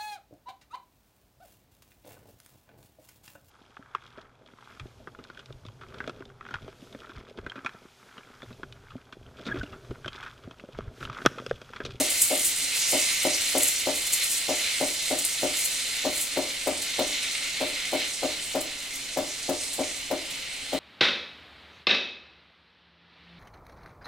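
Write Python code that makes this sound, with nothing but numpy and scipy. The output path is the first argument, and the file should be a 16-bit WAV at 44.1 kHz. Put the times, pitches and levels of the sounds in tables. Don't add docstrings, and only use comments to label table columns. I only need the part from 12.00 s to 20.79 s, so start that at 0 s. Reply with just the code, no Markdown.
import sys
import numpy as np
from scipy import signal
from scipy.fft import rfft, irfft, next_fast_len
from scipy.io import wavfile
from scipy.ndimage import uniform_filter1d

SR = 44100
rng = np.random.default_rng(int(sys.argv[2]) if len(sys.argv) > 2 else 0)


def output_pcm(signal):
    pcm = np.clip(np.atleast_2d(signal).T, -1, 1) * 32767
    wavfile.write(sys.argv[1], SR, np.round(pcm).astype(np.int16))


N = 387638
TIME = np.arange(N) / SR
ESCAPE_DB = -34


def undb(db):
    return 10 ** (np.asarray(db) / 20)


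def unit(x):
    return x / np.sqrt(np.mean(x ** 2))


def colour(x, points, peaks=()):
    size = next_fast_len(N)
    f = np.fft.rfftfreq(size, 1 / SR) + 1
    hz, db = np.transpose(points)
    gain = undb(np.interp(np.log(f), np.log(hz), db))
    power = 1 + sum(undb(level) ** 2 * 4 / (1 + (2 * (f - centre) / width) ** 2)
                    for centre, width, level in peaks)
    shaped = irfft(rfft(x, size) * gain * np.sqrt(power), size)
    return unit(shaped[..., :N])


def band(x, lo_hz, hi_hz):
    edges = [lo_hz, min(hi_hz, SR / 2 - 100)]
    return signal.sosfilt(signal.butter(2, edges, "band", fs=SR, output="sos"), x)


def walk(rate):
    knots = rng.standard_normal(4096)
    return np.interp(TIME * rate, np.arange(len(knots)), knots)


def crackle(rate, spread_db):
    struck = rng.random(N) < rate / SR
    size = np.minimum(rng.exponential(size=N), 6)
    sign = rng.choice([-1, 1], N)
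    return unit(struck * sign * undb(spread_db * size))


def room(x, wet_db, t60, pan_db, early_db):
    t = TIME[:SR // 2]
    near = unit(rng.standard_normal((2, len(t))) * np.exp(-t / 0.0037) * (t > .0004))
    tail = unit(rng.standard_normal((2, len(t))) * undb(-60 * t / t60) * (t > .005))
    response = (undb(early_db) * near + undb(wet_db) * tail) / np.sqrt(len(t))
    response[:, 0] += 1
    response /= np.sqrt(np.sum(response.mean(axis=0) ** 2))
    heard = signal.fftconvolve(x[None], response, axes=1)[:, :N]
    return heard * undb([[pan_db / 2], [-pan_db / 2]])


def rolling(curve, swell_db, rate):
    return np.interp(TIME, *np.transpose(curve)) + swell_db * walk(rate)


def seething(swell, gain_db, flutter_db, pops_db):
    # time in seconds, level in dB before gain_db.
    seethe_levels = [(0.0, -31), (0.51, -35.5), (0.98, -30), (2.1, -34), (2.23, -30), (2.27, -34.5),
                     (2.69, -32), (2.91, -35), (4.04, -33.5), (4.21, -35), (4.8, -36.5), (4.94, -33),
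                     (5.85, -33), (5.92, -36.5), (6.02, -30), (6.14, -38.5), (6.31, -34.5), (6.41, -38),
                     (7.74, -39.5), (8.79, -37)]
    # frequency in Hz, relative level in dB.
    seethe_spectrum = [(150, -42), (500, -15), (1000, -21.5), (1400, -10.5), (1850, -7.5), (2130, 2),
                       (2550, -1), (2900, -2.5), (3500, -1), (4200, -0.5), (4700, -9.5), (6000, -13),
                       (9000, -28), (16000, -30)]
    # frequency in Hz, width in Hz,
    # strength in dB over the seething (colour puts the peak 6 dB above it).
    pitcher_modes = [(2240, 37, -14.5), (2463, 21, -11.5), (2592, 29, -4.5), (3046, 24, -2.5),
                     (3293, 25, -24), (3513, 23, -2.5), (3620, 62, -5), (3960, 12, 3), (4270, 25, -2),
                     (4350, 56, -5.5), (5084, 15, 8), (5300, 27, 1)]
    collapses = unit(rng.standard_normal(N) + undb(pops_db) * crackle(rate=2200, spread_db=2.5))
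    clusters = collapses * undb(flutter_db * walk(130) + 0.5 * walk(30))
    sound = colour(clusters, seethe_spectrum, pitcher_modes)
    low_shift = 0.13 * walk(35) * band(sound, 1920, 2530)
    high_shift = 0.14 * walk(35) * band(sound, 3350, 5050)
    level_db = rolling(seethe_levels, swell_db=0.64, rate=12) + diverted(swell)
    sound = (sound + low_shift + high_shift) * undb(level_db + gain_db)
    return room(sound, wet_db=-5.0, t60=0.29, pan_db=-0.55, early_db=-8.5)


def diverted(swell):
    full_drop_db, response_s = -0.5, .12
    out = uniform_filter1d(swell, int(response_s * SR))
    return full_drop_db * out / (out + undb(ESCAPE_DB))


def hiss(flutter_db, fizz_db):
    # time in seconds, level in dB.
    jet_levels = [(0.0, -32.5), (0.68, -32.5), (0.83, -28.5), (1.93, -35), (3.72, -33), (4.16, -37),
                  (5.43, -37), (5.7, -40.5), (6.19, -36), (6.36, -38.5), (6.83, -41.5), (7.61, -36),
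                  (8.2, -44), (8.79, -44)]
    # frequency in Hz, relative level in dB.
    hiss_spectrum = [(2000, -22), (4000, -6), (5200, -2), (5900, -1), (6800, -1), (7600, 0.5), (9000, -2.5),
                     (10500, -9), (12500, -18.5), (16000, -38)]
    fizz = undb(fizz_db) * crackle(rate=2500, spread_db=3.0)
    jet = colour(rng.standard_normal(N) + fizz, hiss_spectrum)
    swirl = 0.26 * walk(28) * band(jet, 4730, 7960) + 0.33 * walk(24) * band(jet, 7600, 10000)
    level_db = rolling(jet_levels, swell_db=.5, rate=8)
    sound = (jet + swirl) * undb(level_db + flutter_db * walk(90))
    return room(sound, wet_db=-3.0, t60=0.44, pan_db=-2.5, early_db=-5.5)


def spurts(swell, gain_db, flutter_db):
    # frequency in Hz, relative level in dB.
    spurt_spectrum = [(3000, -23), (6000, -8), (7200, 2.5), (9800, 1.5), (11500, -2), (16000, -9.5)]
    steam = rng.standard_normal(N) + 0.73 * crackle(rate=2000, spread_db=2.7)
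    sputter = colour(steam, spurt_spectrum) * undb(gain_db + flutter_db * walk(200))
    strength = np.hypot(swell, escaping(waver_db=3.4))
    return room(strength * sputter, wet_db=-3.0, t60=0.26, pan_db=0.5, early_db=-18)


def spurt_swell():
    # peak time in seconds, peak level in dB before the gain of spurts(),
    # length in seconds (time constants of rise and fall together).
    spurt_events = [(0.007, -25, 0.056), (0.108, -26.5, .044), (0.22, -19.5, 0.049), (0.29, -27, .03),
                    (0.397, -26.5, .04), (0.463, -22, 0.04), (1.582, -22, .016), (1.684, -22, 0.029),
                    (2.132, -21, 0.03), (2.24, -24, 0.032), (2.31, -27, 0.046), (3.253, -20.5, 0.011),
                    (3.578, -27.5, 0.057), (3.653, -22.5, .018), (4.176, -29, 0.043), (4.216, -27.5, .036),
                    (4.824, -31.5, 0.031), (6.614, -26.5, .012)]
    return sum(undb(db) * burst(peak_s, length_s) for peak_s, db, length_s in spurt_events)


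def burst(peak_s, length_s):
    rise_share = 0.42
    age = (TIME - peak_s) / length_s
    decay = np.maximum(-age / rise_share, age / (1 - rise_share))
    return np.exp(-np.minimum(decay, 20))


def escaping(waver_db):
    fade_db_per_s = 1.75
    covered_s, covering_s, covered_db = 4.3, 0.053, -4
    spits_per_s, spit_s = 5, .018
    spit_db, spit_spread_db = 3, 6
    covered = (1 + np.tanh((TIME - covered_s) / covering_s)) / 2
    steady = undb(ESCAPE_DB - fade_db_per_s * TIME + covered_db * covered + waver_db * walk(25))
    struck = rng.random(N) < spits_per_s / SR
    moments = struck * undb(spit_db + spit_spread_db * rng.standard_normal(N))
    spits = signal.fftconvolve(moments, burst(TIME[-1] / 2, spit_s), "same")
    return steady * np.hypot(1, spits)


def swirled(x, depth, rate):
    for lo_hz, hi_hz in [(1900, 2900), (3200, 4600), (5000, 6700), (7200, 10200)]:
        x = x + depth * walk(rate) * band(x, lo_hz, hi_hz)
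    return x


def pump(thud_db, rattle_db, rattle_fall_s, shiver_db, shiver_fall_s, tick_db, tick_fall_s):
    # frequency in Hz, level in dB before thud_db, t60 in seconds.
    housing_modes = [(77.6, -31.5, 0.59), (177.5, -34, 0.21), (273.5, -36.5, 0.22), (282.4, -38.5, 0.34),
                     (323, -44, 0.31), (360, -34, 0.25), (456.7, -43.5, 0.24), (524, -41, 0.31),
                     (551.3, -21, 0.075), (604, -32.5, 0.24), (623.3, -27.5, 0.13), (717, -34.5, 0.14),
                     (761.4, -34.5, 0.2), (893, -31.5, 0.1), (990, -55, 0.23), (1230, -40, .14)]
    # frequency in Hz, relative level in dB.
    rattle_spectrum = [(100, -26), (170, 1.5), (350, 5.5), (750, -3.5), (1250, -5.5), (1700, -8.0), (4000, -35)]
    shiver_spectrum = [(150, -19), (290, 1.0), (420, -2.5), (580, 2), (750, -4.5), (1200, -12.0), (3000, -42)]
    t = TIME[:SR // 2]
    force = knocks(scatter=0.091)
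    ring = sum(undb(db - 60 * t / t60) * np.sin(2 * np.pi * hz * t) for hz, db, t60 in housing_modes)
    softened = ring * (1 - np.exp(-t / 0.00028))
    thud = band(signal.fftconvolve(force, softened), 208, 940)[SR:SR + N]

    def shaken(drive, fall_s):
        shape = np.exp(-t / fall_s) * (1 - np.exp(-t / 0.00056))
        return signal.fftconvolve(drive, shape)[SR:SR + N]

    rattle = shaken(force ** 2, rattle_fall_s) * colour(rng.standard_normal(N), rattle_spectrum)
    shiver = shaken(force ** 2, shiver_fall_s) * colour(rng.standard_normal(N), shiver_spectrum)
    tick = shaken(force ** 4, tick_fall_s) * unit(band(rng.standard_normal(N), 900, 17000))
    body = undb(thud_db) * thud + undb(rattle_db) * rattle + undb(shiver_db) * shiver
    return (room(body, wet_db=-14, t60=.42, pan_db=2.8, early_db=-17)
            + room(undb(tick_db) * tick, wet_db=-4, t60=0.35, pan_db=9, early_db=-1))


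def knocks(scatter):
    # delay after the stroke's start in seconds, mean force (relative, signed).
    piston_blows = [(.0048, .16), (.0108, .33), (.0134, .95), (.0203, .43), (.0285, .55), (.0341, -.41)]
    force = np.zeros(N + 2 * SR)
    delay, size = np.transpose(piston_blows)
    for start in stroke_starts():
        places = ((1 + start + delay) * SR).astype(int)
        force[places] += size * (1 + scatter * rng.standard_normal(len(size)))
    return force


def stroke_starts():
    mains_hz, first_s = 50, -.642
    gap_cycles = [16, 15, 16, 31]
    gaps = np.tile(gap_cycles, int(TIME[-1] * mains_hz / sum(gap_cycles)) + 2)
    starts = first_s + (np.cumsum(gaps) - gaps) / mains_hz
    return starts[starts < TIME[-1]]


def background(air_db, drone_db, drone_hz):
    # frequency in Hz, relative level in dB.
    kitchen_spectrum = [(20, 1), (50, -0.5), (75, -4), (100, -4.5), (125, -4), (200, -4.5), (300, -7),
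                        (600, -5), (1000, -9), (3000, -14.5), (16000, -31)]
    air = colour(rng.standard_normal(N) + 0.75 * rng.standard_normal((2, N)), kitchen_spectrum)
    drone = unit(band(rng.standard_normal(N), drone_hz - 7, drone_hz + 7))
    return undb(air_db) * air + undb(drone_db) * drone


def scene():
    swell = spurt_swell()
    wand = (seething(swell, gain_db=1.0, flutter_db=1.3, pops_db=-3)
            + hiss(flutter_db=1.9, fizz_db=-2.5)
            + spurts(swell, gain_db=-0.07, flutter_db=2.5))
    wand = swirled(wand, depth=0.084, rate=4)
    wand[0] = signal.lfilter([.25, 1], [1, .25], wand[0])
    strokes = pump(thud_db=1.5, rattle_db=-34.0, rattle_fall_s=0.016, shiver_db=-40, shiver_fall_s=0.072,
                   tick_db=-33.5, tick_fall_s=0.009)
    return wand + strokes + background(air_db=-49.5, drone_db=-60, drone_hz=274.2)


def record(dry):
    top_hz = 15950
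    return signal.sosfilt(signal.ellip(10, .2, 80, top_hz, fs=SR, output="sos"), dry)


dry = scene()
out = record(dry)
output_pcm(out)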